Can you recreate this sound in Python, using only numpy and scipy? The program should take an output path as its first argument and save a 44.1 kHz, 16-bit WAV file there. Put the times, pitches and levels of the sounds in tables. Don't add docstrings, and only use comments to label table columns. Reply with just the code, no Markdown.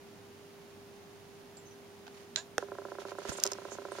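import sys
import numpy as np
from scipy import signal
from scipy.fft import rfft, irfft
from scipy.io import wavfile
from scipy.ndimage import uniform_filter1d

SR = 44100
rng = np.random.default_rng(int(sys.argv[2]) if len(sys.argv) > 2 else 0)


def unload_audio(sound):
    columns = np.transpose(np.atleast_2d(sound))
    steps = np.round(np.clip(columns, -1, 1) * 32767)
    wavfile.write(sys.argv[1], SR, steps.astype(np.int16))


N = 176400
TIME_S = np.arange(N) / SR


def undb(db):
    return 10 ** (np.asarray(db) / 20)

def unit(x):
    return x / np.sqrt(np.mean(x ** 2))

def pan(db):
    return undb(np.array([[db], [-db]]) / 2)

def fade(t, t60):
    return (t >= 0) * np.exp(-np.log(1000) * np.maximum(t, 0) / t60)

def walk(rate_hz):
    hold = int(SR / rate_hz)
    stairs = np.repeat(rng.standard_normal(N // hold + 3), hold)
    return unit(uniform_filter1d(stairs, hold)[:N])

def over_hz(points, size=N):
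    hz, value = np.array(points, float).T
    return np.interp(np.log(np.fft.rfftfreq(size, 1 / SR) + 1), np.log(hz), value)

def colour(x, spectrum, size=2048):
    cepstrum = irfft(np.log(undb(over_hz(spectrum, size))))
    cepstrum[1:size // 2] *= 2
    cepstrum[size // 2 + 1:] = 0
    response = irfft(np.exp(rfft(cepstrum)))
    return signal.fftconvolve(x, response[None] / np.linalg.norm(response), axes=1)[:, :N]

def butter(x, order, hz, kind="low"):
    return signal.sosfilt(signal.butter(order, hz, kind, fs=SR, output="sos"), x)

def resonate(x, hz, width_hz):
    b, a = signal.iirpeak(hz, hz / width_hz, fs=SR)
    return unit(signal.lfilter(b, a, signal.lfilter(b, a, x)))

def burst(t, t60):
    noise = rng.standard_normal((2, len(t))) * fade(t, t60)
    return noise / np.linalg.norm(noise, axis=1, keepdims=True)

def ring(blows, modes):
    t, force = TIME_S[:SR // 2], np.zeros(N)
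    for s, db in blows:
        force[min(int(s * SR), N - 1)] += undb(db)
    response = sum(undb(db) * np.sin(2 * np.pi * hz * t) * fade(t, t60) for hz, db, t60 in modes)
    return signal.fftconvolve(force, response)[:N]

def clicks(contacts, spectrum, sharp):
    out, t = np.zeros((2, N)), TIME_S[:SR // 8]
    for s, db, t60, pan_db in contacts:
        hit = burst(t, t60)
        hit[:, 0] += sharp
        hit *= undb(db) * pan(pan_db) / np.hypot(1, sharp)
        start = int(s * SR)
        out[:, start:start + len(t)] += hit[:, :N - start]
    return colour(out, spectrum)

def kitchen(x, wet_db, t60_s=.27, delay_s=.006):
    tail = burst(TIME_S[:SR // 2] - delay_s, t60_s)
    return x + undb(wet_db) * signal.fftconvolve(x, tail, axes=1)[:, :N]


# f/Hz, level/dB
AIR_SPECTRUM = [(25, -32), (48, -26), (64, -25), (80, -23), (98, -15), (125, -17), (220, -12), (310, -15),
                (480, -19.5), (762, -20), (1170, -26), (2500, -30.5), (6000, -37), (15500, -44)]
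# f/Hz, coherence/0-1
AIR_COHERENCE = [(60, 0.54), (300, 0.65), (640, 0.42), (1400, 0.37), (4000, 0.16)]

def room_air(mid_db=-56.5):
    coherence, gain = over_hz(AIR_COHERENCE), undb(over_hz(AIR_SPECTRUM))
    side_gain = gain * np.sqrt((1 - coherence) / (1 + coherence))
    mid, side = (irfft(rfft(rng.standard_normal(N)) * g, N) for g in (gain, side_gain))
    return np.array([mid + side, mid - side]) / np.std(mid) * undb(mid_db) * pan(-1.35)

# f/Hz, level/dB, pan/dB
HUM_LINES = [(400.9, -57, -2.5), (99.3, -73, -2.5)]

def appliance_hum(drift=.0012, waver_db=.5):
    out = np.zeros((2, N))
    for hz, db, pan_db in HUM_LINES:
        phase = 2 * np.pi * np.cumsum(hz * (1 + drift * walk(6.05))) / SR
        out += np.sqrt(2) * np.sin(phase) * undb(db + waver_db * walk(9.15)) * pan(pan_db)
    return out

# t/s, f/Hz, stage width/Hz, level/dB, t60/s
RIG_TICKS = [(1.57, 4570, 400, -57, .06), (1.569, 6200, 3500, -54, .02), (1.57, 7320, 260, -51, .16),
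             (3.187, 8000, 6000, -52, .025), (3.918, 8700, 1800, -53.5, .14)]

def rig_ticks():
    out = np.zeros((2, N))
    for s, hz, width, db, t60 in RIG_TICKS:
        band = resonate(rng.standard_normal((2, N)), hz, width)
        out += band * undb(db) * fade(TIME_S - s, t60)
    return out * pan(-7)

# peak t/s, half length/s, f/Hz, stage width/Hz, level per layer/dB
SLIDES = [(1.672, .016, 6280, 250, -64), (1.718, .02, 6050, 250, -64), (3.333, .016, 7500, 2000, -47),
          (3.377, .009, 7400, 2200, -45), (3.732, .024, 6600, 2000, -52)]

def scrapes():
    out = np.zeros((2, N))
    for s, half_s, hz, width, db in SLIDES:
        band = sum(resonate(rng.standard_normal((2, N)), hz, width) for _ in range(2))
        out += band * undb(db) * np.exp(-((TIME_S - s) / half_s) ** 2)
    return out * pan(-7)

# t/s, level/dB
RUB_ENVELOPE = [(2.1, -66), (2.18, -57), (2.26, -65), (2.59, -71), (2.615, -54.5), (2.66, -64.5),
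                (2.93, -59.5), (2.985, -60), (3.008, -48.5), (3.05, -59), (3.1, -49.5), (3.15, -62.5),
                (3.19, -53), (3.23, -53.5), (3.3, -45.5), (3.35, -50), (3.46, -48.5), (3.59, -57),
                (3.73, -54), (3.88, -57.5), (3.98, -49.5)]
# f/Hz, level/dB
RUB_SPECTRUM = [(200, -13.5), (600, 5.5), (1500, 4), (3000, 1.5), (6500, -1), (9000, -8.5), (12000, -15.5),
                (15500, -29)]

def hand_rustle(grain_db=1.5):
    friction = unit(rng.standard_normal((2, N)) * undb(grain_db * walk(300)))
    envelope = undb(np.interp(TIME_S, *np.array(RUB_ENVELOPE).T))
    return colour(friction * envelope, RUB_SPECTRUM) * pan(-4)

# t/s, level/dB, t60/s, pan/dB
HAND_BUMPS = [(3.286, -18.5, .059, -5), (3.2925, -10.5, .055, -7), (3.4295, -21, .033, -8),
              (3.4525, -17, .047, -10)]
PALM_THUD = [(3.292, -13, .06, -13)]
# f/Hz, level/dB
BUMP_SPECTRUM = [(60, -18), (170, -6), (420, 1), (1100, -7), (1490, 1), (2100, -9), (3500, -13), (4800, -6),
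                 (7000, -4.5), (8500, -13), (15000, -30)]
THUD_SPECTRUM = [(35, -16), (80, -5), (130, 0), (300, -4), (700, -25), (3000, -55)]

def hand_bumps():
    return clicks(HAND_BUMPS, BUMP_SPECTRUM, sharp=.11) + clicks(PALM_THUD, THUD_SPECTRUM, sharp=.5)

# f/Hz, half stage width/Hz, level/dB
WHIRR_BANDS = [(640, 190, -5.5), (965, 120, -8), (1640, 140, -2.5), (2760, 300, -6), (3850, 450, 0),
               (5800, 710, -2), (6850, 430, 2)]

def whirr(start_s=2.3703, hold_s=.015, t60_s=.12, level_db=-38.5):
    tooth_hz, rise_per_s, roughness = 312, 3, .88
    t = TIME_S - start_s
    tooth = np.floor(tooth_hz * (t + .5 * rise_per_s * np.clip(t, 0, .2) ** 2))
    drive = unit(np.diff(tooth, prepend=tooth[0])) + roughness * rng.standard_normal((2, N))
    body = sum(undb(db) * resonate(drive, hz, 2 * half) for hz, half, db in WHIRR_BANDS)
    envelope = (t >= 0) * fade(np.maximum(t - hold_s, 0), t60_s)
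    return unit(butter(body, 4, hz=8200)) * envelope * undb(level_db) * pan(-6.5)

# t/s, level/dB, t60/s, pan/dB
BUTTON_TOUCHES = [(2.0675, -26, .04, -7), (2.079, -24.5, .025, -5)]
TRIGGER_SNAPS = [(2.3592, -12.5, 0.0059, -4), (2.3605, -3.5, 0.011, -8.5)]
# f/Hz, level/dB
BUTTON_SPECTRUM = [(300, -12), (830, 10), (1100, -9), (1450, 6), (2100, -6), (2900, -1), (4800, -3),
                   (7000, -8.5), (9000, -21), (15000, -32)]
TRIGGER_SPECTRUM = [(200, -20), (1330, -17), (2400, -6.5), (2850, -8), (3450, -2), (4700, -2), (6200, -6),
                    (7100, 0), (8000, -14), (9400, -20), (15000, -49)]

def trigger():
    touch = clicks(BUTTON_TOUCHES, BUTTON_SPECTRUM, sharp=.4)
    return touch + clicks(TRIGGER_SNAPS, TRIGGER_SPECTRUM, sharp=.33)

# t/s, level/dB, crack t60/s, low-pass f/Hz
PART_CONTACTS = [(3.4005, -14, .014, 11000), (3.4371, 4.5, .01, 15000), (3.4548, -14, .008, 15000),
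                 (3.4644, -2, .014, 8500), (3.4746, -7.5, .009, 7500), (3.5176, -10, .007, 12000),
                 (3.521, -11.5, .013, 8500), (3.5333, -12.5, .009, 7000)]
# f/Hz, level/dB
PART_SPECTRUM = [(300, -27), (1800, -16), (3700, -13), (4700, -5), (5400, 0), (7000, -2), (8400, -8),
                 (10500, -20), (12700, -16), (15500, -28)]
# f/Hz, level/dB, t60/s, pan/dB, left lag/s
PART_MODES = [(5250, -2, .012, 2, 0), (6250, -5, .01, -5, 0), (6840, 0, .01, -6, .00008),
              (7600, -1, .008, -5, .00007), (12600, -9, .003, -7, 0)]

def rattle(ring_db=-19.5, crack_db=-6, crack_pan_db=-3.5):
    out, body, t = 0, 0, TIME_S[:SR // 8]
    for hz, db, t60, pan_db, lag_s in PART_MODES:
        age = t - np.array([[lag_s], [0]])
        body += undb(db + ring_db) * pan(pan_db) * np.sin(2 * np.pi * hz * age) * fade(age, t60)
    body = butter(body, 2, hz=3900, kind="high")
    for s, db, t60, top_hz in PART_CONTACTS:
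        hit = clicks([(s, crack_db, t60, crack_pan_db)], PART_SPECTRUM, sharp=.23)
        start = int(s * SR)
        hit[:, start:start + len(t)] += body
        out += undb(db) * butter(hit, 2, top_hz)
    return out

# f/Hz, Q
HOUSING_ALLPASSES = [(935, .6), (520, .7)]

def housing_delay(x):
    for hz, q in HOUSING_ALLPASSES:
        _, a = signal.iirpeak(hz, q, fs=SR)
        x = signal.lfilter(a[::-1], a, x)
    return x

# f/Hz, pan/dB
LENS_BALANCE = [(100, 12), (400, -8.5), (700, -8.5), (1300, -3.5), (2400, 0)]

def housing_radiation(x, cut_hz=335):
    spectrum = rfft(butter(x, 6, cut_hz, "high"))
    return irfft(spectrum * undb(np.outer([.5, -.5], over_hz(LENS_BALANCE))), N)

# f/Hz, level/dB, t60/s
KNOCK_MODES = [(480, -5.5, 0.049), (590, -4.5, 0.023), (784, -8, 0.033), (645, 0, 0.0065),
               (1020, -21, 0.028), (1440, -4.5, 0.015), (1710, -4, 0.0088), (2630, -16, .03)]
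# f/Hz, level/dB
KNOCK_SPECTRUM = [(50, -7), (200, -3), (1600, 3), (2300, -8), (3500, 1), (4500, -9), (5900, -2),
                  (7500, -11), (8600, -6), (13000, -21), (16000, -36)]

def lens_knock(at_s=2.5813, blow_db=-24, crack_db=-4.5, crack_t60_s=.007, crack_pan_db=-3):
    crack = clicks([(at_s, crack_db, crack_t60_s, crack_pan_db)], KNOCK_SPECTRUM, sharp=.75)
    return crack + housing_radiation(ring([(at_s, blow_db)], KNOCK_MODES))

# f/Hz, level/dB, t60/s
DRIVE_MODES = [(401.5, -9.5, 0.16), (584, -10.5, 0.082), (694, -11.5, 0.046), (795, -18, 0.047),
               (502, -1.5, 0.0082), (1000, -5, 0.024), (1340, -5.5, 0.017), (1520, -11, .012)]
# t/s, level/dB
STEP_ENVELOPE = [(2.7, -1), (3.2, -0.5), (3.58, -2.5), (3.98, 0)]
# t/s, level/dB
LENS_JOLTS = [(3.4565, -31), (3.4644, -34)]

def lens_steps(first_s=2.6249, first_db=-29.5, run_s=2.6845, rate_hz=30):
    strong_db, weak_offset_db, scatter_db = -30.5, -7, .8
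    times = np.arange(run_s, N / SR, 1 / rate_hz)
    levels_db = strong_db + scatter_db * rng.standard_normal(len(times))
    levels_db[::2] += weak_offset_db
    levels_db += np.interp(times, *np.array(STEP_ENVELOPE).T)
    body = ring([(first_s, first_db), *LENS_JOLTS, *zip(times, levels_db)], DRIVE_MODES)
    return housing_radiation(housing_delay(butter(body, 8, hz=1660)))


def scene():
    background = room_air() + appliance_hum()
    handling = rig_ticks() + scrapes() + hand_rustle() + hand_bumps()
    return (background + handling
            + kitchen(trigger() + whirr(), wet_db=-24)
            + kitchen(rattle(), wet_db=-36)
            + kitchen(lens_knock() + lens_steps(), wet_db=-20))

def record(dry, notch_hz=7870, notch_q=16.3, top_hz=15900):
    notched = signal.lfilter(*signal.iirnotch(notch_hz, notch_q, fs=SR), dry)
    return signal.sosfilt(signal.ellip(10, .2, 70, top_hz, fs=SR, output="sos"), notched)


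dry = scene()
out = record(dry)
unload_audio(out)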